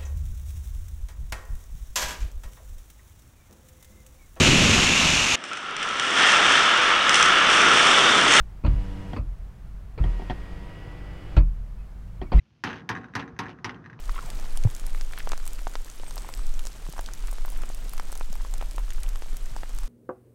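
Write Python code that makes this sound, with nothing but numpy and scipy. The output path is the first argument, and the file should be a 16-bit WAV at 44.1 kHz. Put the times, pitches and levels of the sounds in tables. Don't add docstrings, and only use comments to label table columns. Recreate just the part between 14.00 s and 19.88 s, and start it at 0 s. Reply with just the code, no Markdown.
import sys
import numpy as np
from scipy import signal
from scipy.fft import rfft, irfft, next_fast_len
from scipy.io import wavfile
from scipy.ndimage import uniform_filter1d, map_coordinates

SR = 44100
rng = np.random.default_rng(int(sys.argv[2]) if len(sys.argv) > 2 else 0)


def inscribe(sig):
    pcm = np.round(np.clip(np.atleast_2d(sig).T, -1, 1) * 32767)
    wavfile.write(sys.argv[1], SR, pcm.astype(np.int16))


N = 259299


def jacket_pats():
    # start in seconds, level in dB, pitch in Hz, seconds to fade by 60 dB.
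    big_pats = [(.0937, -21.5, 1330, 0.0083), (.1443, -36, 1435, .015), (.1792, -32, 1316, .03),
                (.1903, -27.5, 1330, 0.013), (.3022, -39, 1150, 0.011), (.3156, -40, 700, .019),
                (.3967, -32, 670, .0044), (.4584, -41, 950, .011), (.5737, -33, 760, 0.0084),
                (.6493, -28, 453, 0.018), (.6536, -35, 940, .0075), (.6727, -34.5, 1015, .017),
                (.9479, -27.5, 1220, 0.0032), (1.0113, -32, 2090, 0.0026), (1.1111, -38, 1180, 0.0057),
                (1.1348, -25, 2050, 0.0032), (1.177, -23.5, 2010, 0.0032), (1.1869, -35, 1170, 0.0076),
                (1.2038, -26, 2000, 0.0042), (1.2732, -20, 790, 0.0055), (1.2993, -34, 1160, .009),
                (1.3195, -18.5, 930, 0.0017), (1.3332, -19, 1090, 0.0029), (1.3776, -33.5, 1560, 0.0037),
                (1.4659, -35, 960, 0.0065), (1.591, -32, 1990, 0.0026), (1.6699, -18, 763, 0.0056),
                (1.7379, -38, 2130, .01), (1.7545, -17, 1276, 0.0018), (2.0345, -29, 800, 0.0041),
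                (2.0651, -35, 2340, 0.004), (2.1094, -35, 1130, .0063), (2.169, -28.5, 725, 0.0092),
                (2.1788, -31.5, 1390, 0.0073), (2.2468, -33, 790, .0077), (2.29, -26.5, 800, 0.006),
                (2.5932, -31.5, 1860, 0.0025), (2.653, -34, 620, 0.0066), (2.6692, -30.5, 1300, 0.0016),
                (2.8656, -32.5, 1160, .0054), (2.8876, -32.5, 390, .011), (2.9362, -33.5, 940, 0.01),
                (2.9647, -33, 1015, 0.0035), (2.9808, -28.5, 1110, 0.0089), (2.9925, -20.5, 894, 0.0057),
                (3.0879, -28, 1230, 0.0065), (3.2837, -30.5, 1740, 0.0032), (3.3274, -32, 1040, 0.007),
                (3.3835, -30.5, 900, 0.0053), (3.4499, -26, 970, .0051), (3.4807, -29, 1270, 0.0041),
                (3.62, -34.5, 1473, 0.0078), (3.6356, -25, 1130, 0.0014), (3.7014, -29, 654, 0.0042),
                (3.9354, -32.5, 1230, 0.0083), (3.9794, -26, 2160, 0.00096), (3.9975, -21.5, 880, 0.0051),
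                (4.1268, -28, 790, 0.0036), (4.1562, -32, 890, .0039), (4.2105, -22, 1110, 0.004),
                (4.3288, -36.5, 685, 0.011), (4.3552, -33.5, 1020, 0.0067), (4.4085, -35.5, 1090, 0.0043),
                (4.4489, -32.5, 1170, 0.016), (4.5392, -29.5, 840, 0.0061), (4.6127, -22.5, 1040, 0.0033),
                (4.6252, -25.5, 773, 0.007), (4.7818, -23.5, 1090, 0.0062), (4.8804, -40, 1610, .009),
                (4.9052, -31, 2200, 0.0049), (5.158, -31.5, 1040, .004), (5.2222, -28, 840, .0046),
                (5.5642, -25.5, 960, 0.0094), (5.6335, -22, 836, 0.0025), (5.7869, -34.5, 1550, 0.0048)]
    small_pats = shower(count=750, db=-52, spread_db=4.5, hz=1132, octaves=0.9, cycles=2.8)
    pats = taps(np.vstack([big_pats, small_pats]), samples=900, sag=0.14, rise_cycles=0.088,
                looseness=0.8, splash_db=-11, splash_s=0.023)
    return band_limited(pats, low_hz=173, high_hz=10200)


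def bright_ticks():
    # start in seconds, level in dB, pitch in Hz.
    loud_ticks = [(0.095, -36.5, 5340), (.2612, -35, 6800), (.3024, -26.5, 4930), (.355, -35, 4520),
                  (0.3987, -32.5, 7300), (0.5738, -21.5, 7380), (.6373, -26.5, 5930), (.7013, -32, 7000),
                  (.7099, -35.5, 10290), (0.7499, -27, 6800), (.7646, -30.5, 8300), (0.7974, -29.5, 8200),
                  (0.866, -25.5, 8900), (1.0113, -26, 5040), (1.1236, -34, 7400), (1.187, -25.5, 12000),
                  (1.2917, -25, 6400), (1.3185, -22, 4130), (1.3772, -28.5, 6470), (1.4547, -30, 10000),
                  (1.4653, -30, 8350), (1.4772, -21.5, 8800), (1.5328, -26.5, 8900), (1.6765, -32.5, 6900),
                  (1.7375, -35, 8170), (1.7545, -27, 4120), (1.8467, -33, 7990), (1.9, -30.5, 7820),
                  (2.109, -29.5, 8540), (2.158, -26, 10200), (2.1793, -26, 5480), (2.1843, -33, 9030),
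                  (2.2207, -33, 6600), (2.2882, -30.5, 10720), (2.3389, -24.5, 6170), (2.35, -32, 8150),
                  (2.3748, -31, 9500), (2.4678, -31.5, 8600), (2.5404, -32.5, 7900), (2.5933, -25.5, 7100),
                  (2.6532, -28, 6460), (2.6627, -30, 6500), (2.67, -22, 7520), (2.9003, -33, 9140),
                  (2.9256, -28, 9040), (2.9808, -32.5, 6600), (2.9928, -32, 5540), (3.0098, -28, 11800),
                  (3.0614, -26, 5830), (3.136, -25, 8400), (3.2723, -29, 8450), (3.3132, -28, 11100),
                  (3.3303, -31.5, 9240), (3.4594, -29.5, 11700), (3.502, -26.5, 10400),
                  (3.5204, -34, 10400), (3.5749, -34, 9800), (3.6194, -33, 9370), (3.6911, -30, 7860),
                  (3.7475, -27, 10800), (3.895, -27, 10600), (3.9354, -26, 10200), (3.9793, -29, 4840),
                  (3.9981, -29, 7500), (4.1196, -26, 9660), (4.1272, -27.5, 8650), (4.1537, -29, 7770),
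                  (4.1757, -28.5, 6920), (4.1977, -33.5, 9000), (4.3285, -28, 9800), (4.3541, -32.5, 8240),
                  (4.539, -24.5, 6960), (4.5488, -37, 7900), (4.5809, -29.5, 8800), (4.7112, -31, 7500),
                  (4.733, -38, 9100), (4.7613, -31, 10430), (4.7828, -45, 4900), (4.905, -26.5, 5120),
                  (4.9343, -32, 9200), (5.0333, -23.5, 8600), (5.0901, -28, 9200), (5.158, -29.5, 6460),
                  (5.2217, -34, 4660), (5.369, -25, 10530), (5.458, -34, 6850), (5.5644, -33, 6770),
                  (5.7492, -35, 8550), (5.787, -26.5, 7370), (5.8347, -34, 10300)]
    contact_s, ring_cycles = 0.0017, 12
    big_ticks = [(s, db, hz, contact_s + ring_cycles / hz) for s, db, hz in loud_ticks]
    small_ticks = shower(count=1800, db=-50.5, spread_db=3.5, hz=7500, octaves=0.6, cycles=13.4)
    ticks = taps(np.vstack([big_ticks, small_ticks]), samples=600, sag=0.034, rise_cycles=0.83,
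                 looseness=2.07, splash_db=-13.5, splash_s=0.026)
    return band_limited(ticks, low_hz=1340, high_hz=19900)


def shower(count, db, spread_db, hz, octaves, cycles):
    moment, chance = rng.random((count, 2)).T
    level_db = db - spread_db * np.log(chance * 0.84 + 0.023)
    pitch = np.clip(hz * 2 ** (octaves * rng.standard_normal(count)), 150, 15000)
    fade_s = cycles / pitch + 0.0037
    return np.column_stack([moment * N / SR, level_db, pitch, fade_s])


def taps(rows, samples, sag, rise_cycles, looseness, splash_db, splash_s):
    start_s, db, hz, fade_s = np.transpose(rows)[:, :, None]
    t = np.arange(samples) / SR
    jitter = uniform_filter1d(rng.standard_normal((len(rows), 2, samples)), size=3)
    wander = np.cumsum(jitter, axis=2) * np.sqrt(hz / SR)[:, None]
    cycles = (1 - sag) * hz * t + sag * (1 - np.exp(-2 * hz * t))
    ring = np.sin(2 * np.pi * cycles + looseness * wander[:, 0])
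    ring *= amp(-60 * t / np.clip(fade_s, 1e-3, 1))
    ring *= 1 - np.exp(-t * hz / rise_cycles)
    ring /= np.abs(ring).max(axis=1, keepdims=True)
    splash = np.sin(2 * np.pi * hz * t + 2.6 * wander[:, 1])
    splash *= amp(splash_db - 60 * t / splash_s) * (1 - np.exp(-t / 0.00014))
    positions = np.round(start_s * SR).astype(int) + np.arange(samples)
    return np.bincount(positions.ravel(), (amp(db) * (ring + splash)).ravel(), N + samples)[:N]


def band_limited(x, low_hz, high_hz):
    return filtered(x, lambda f: (1j * f / (low_hz + 1j * f)) ** 2 / (1 + 1j * f / high_hz))


def far_rain():
    # time in seconds, relative strength in dB.
    strength = [(0.0, -51), (0.26, -46), (0.62, -49), (2.05, -51), (2.24, -48), (2.6, -50), (4.05, -49),
                (4.13, -51), (4.91, -50), (5.88, -50)]
    # frequency in Hz, relative level in dB.
    wash_colour = [(35, -41), (60, -9), (81, -21), (102, -16.5), (367, -25.5), (935, -28.5), (2500, -33.5),
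                   (3250, -57), (5500, -120)]
    hiss_colour = [(1200, 6), (2000, -2.5), (3000, 6), (4500, 1.5), (8400, 2.5), (10500, -6.5), (13000, -4),
                   (15000, -15), (15900, -9)]
    rain_db, = curves(strength)
    swell_db = rain_db - rain_db.mean()
    wash = amp(-52 + 1.4 * swell_db + 1.08 * wobble(12)) * noise(wash_colour)
    hiss = amp(-55.5 + 0.68 * swell_db + 0.31 * wobble(25)) * noise(hiss_colour)
    return wash + hiss


def hand_rumble():
    # time in seconds, sway level in dB, tremor level in dB.
    shaking = [(0.0, -36.5, -27.5), (0.62, -24, -33), (0.65, -23.5, -43), (0.87, -35.5, -31),
               (0.93, -21, -32), (2.36, -33.5, -35.5), (2.39, -29, -24.5), (2.5, -20, -32),
               (2.93, -42, -34.5), (3.01, -31, -28.5), (3.72, -21, -36.5), (3.85, -41, -29),
               (3.96, -24, -35), (4.81, -33.5, -26), (5.01, -23.5, -23.5), (5.62, -25.5, -36.5),
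               (5.83, -22, -24), (5.88, -19, -33)]
    # frequency in Hz, relative level in dB.
    sway_colour = [(4, -42), (8, -11.5), (14, 3), (20, -4.5), (24, -54)]
    tremor_colour = [(17, -24), (21, 0), (27, -1), (33, -3), (39, -9), (47, -19), (56, -30), (75, -40)]
    sway_db, tremor_db = curves(shaking)
    return amp(sway_db) * noise(sway_colour) + amp(tremor_db) * noise(tremor_colour)


def camera_bumps():
    # start in seconds, peak level in dB, pitch in Hz.
    bumps = [(0.2444, -37, 143), (0.309, -42, 132), (.329, -41, 200), (.398, -44, 149), (0.651, -9, 106.6),
             (2.887, -34, 145), (3.608, -41, 124), (3.697, -44, 173), (4.3, -37, 184), (4.989, -41, 115),
             (5.511, -36.5, 107)]
    out, t = np.zeros(N), np.arange(SR // 8) / SR
    for start_s, db, hz in bumps:
        ring_cycles = 6.7 * max(1 + 0.0097 * db, 0.2)
        swell = (1 - np.exp(-t * hz / 0.39)) * amp(-60 * (t * hz / ring_cycles) ** 1.55)
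        i = round(start_s * SR)
        out[i:i + len(t)] -= amp(db) * swell / swell.max() * np.sin(2 * np.pi * hz * t)
    return out


def cloth_rustle():
    # peak time in seconds, level in dB, strongest frequency in Hz, length in seconds.
    rubs = [(0.17, -48.5, 1240, 0.098), (1.196, -48, 1950, 0.12), (2.986, -44, 1010, .05)]
    rise_share, ends_db = 0.55, -19
    out, t = np.zeros(N), np.arange(N) / SR
    for peak_s, db, hz, length_s in rubs:
        from_peak = np.maximum((peak_s - t) / rise_share, (t - peak_s) / (1 - rise_share)) / length_s
        fold = noise([(250, -35), (hz, 0), (hz * 2.7, -8), (7000, -30)])
        clumps = amp(4 * wobble(150))
        out += amp(db + ends_db * from_peak) * unit(fold * clumps)
    return out


def strap_squeak():
    # time in seconds, pitch in Hz, level in dB.
    squeak = [(.155, 1150, -70), (.167, 1110, -37), (.176, 1173, -53), (.192, 1243, -42), (.21, 1185, -71),
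              (.23, 1045, -48), (.242, 900, -68), (.262, 762, -53.5), (.3, 710, -64)]
    return whistle(squeak, waver_hz=108, waver_rate=260, flutter_db=5.5)


def bird():
    # time in seconds, pitch in Hz, relative level in dB.
    tune = [(2.0, 8750, -78), (2.06, 8530, -65), (2.17, 8100, -64), (2.24, 8050, -65), (2.31, 7970, -58),
            (2.43, 8120, -65), (2.56, 7800, -86)]
    call = whistle(tune, waver_hz=165.6, waver_rate=160, flutter_db=6.0)
    t = np.arange(SR // 6) / SR
    trunks = rng.standard_normal(len(t)) * amp(-60 * t / 0.34)
    echoes = signal.fftconvolve(call, trunks / np.linalg.norm(trunks))[:N]
    return 0.61 * call + 1.2 * echoes


def whistle(rows, waver_hz, waver_rate, flutter_db):
    hz, db = curves(rows)
    t = np.arange(N) / SR
    phase = 2 * np.pi * np.cumsum(hz + waver_hz * wobble(waver_rate)) / SR
    sounding = (t > rows[0][0]) & (t < rows[-1][0])
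    return np.sqrt(2) * amp(db + flutter_db * wobble(90)) * np.sin(phase) * sounding


def noise(colour):
    hz, db = np.transpose(colour)
    gain = lambda f: amp(np.interp(np.log(f + 1), np.log(hz + 1), db, -120, -120))
    return unit(filtered(rng.standard_normal(N), gain))


def filtered(x, response):
    size = next_fast_len(N + SR // 2)
    return irfft(rfft(x, size) * response(np.fft.rfftfreq(size, 1 / SR)), size)[..., :N]


def wobble(rate):
    return map_coordinates(rng.standard_normal(int(N * rate / SR) + 4), [np.arange(N) * rate / SR])


def curves(rows):
    times, *columns = np.transpose(rows)
    return [np.interp(np.arange(N) / SR, times, column) for column in columns]


def amp(db):
    return 10 ** (np.asarray(db) / 20)


def unit(x):
    return x / np.sqrt(np.mean(x ** 2) + 1e-20)


def scene():
    rain = jacket_pats() + bright_ticks() + far_rain()
    handling = hand_rumble() + camera_bumps() + cloth_rustle() + strap_squeak()
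    return (rain + handling + bird())[None]


def record(dry):
    return filtered(dry, lambda hz: hz < 15950)


dry = scene()
out = record(dry)
inscribe(out)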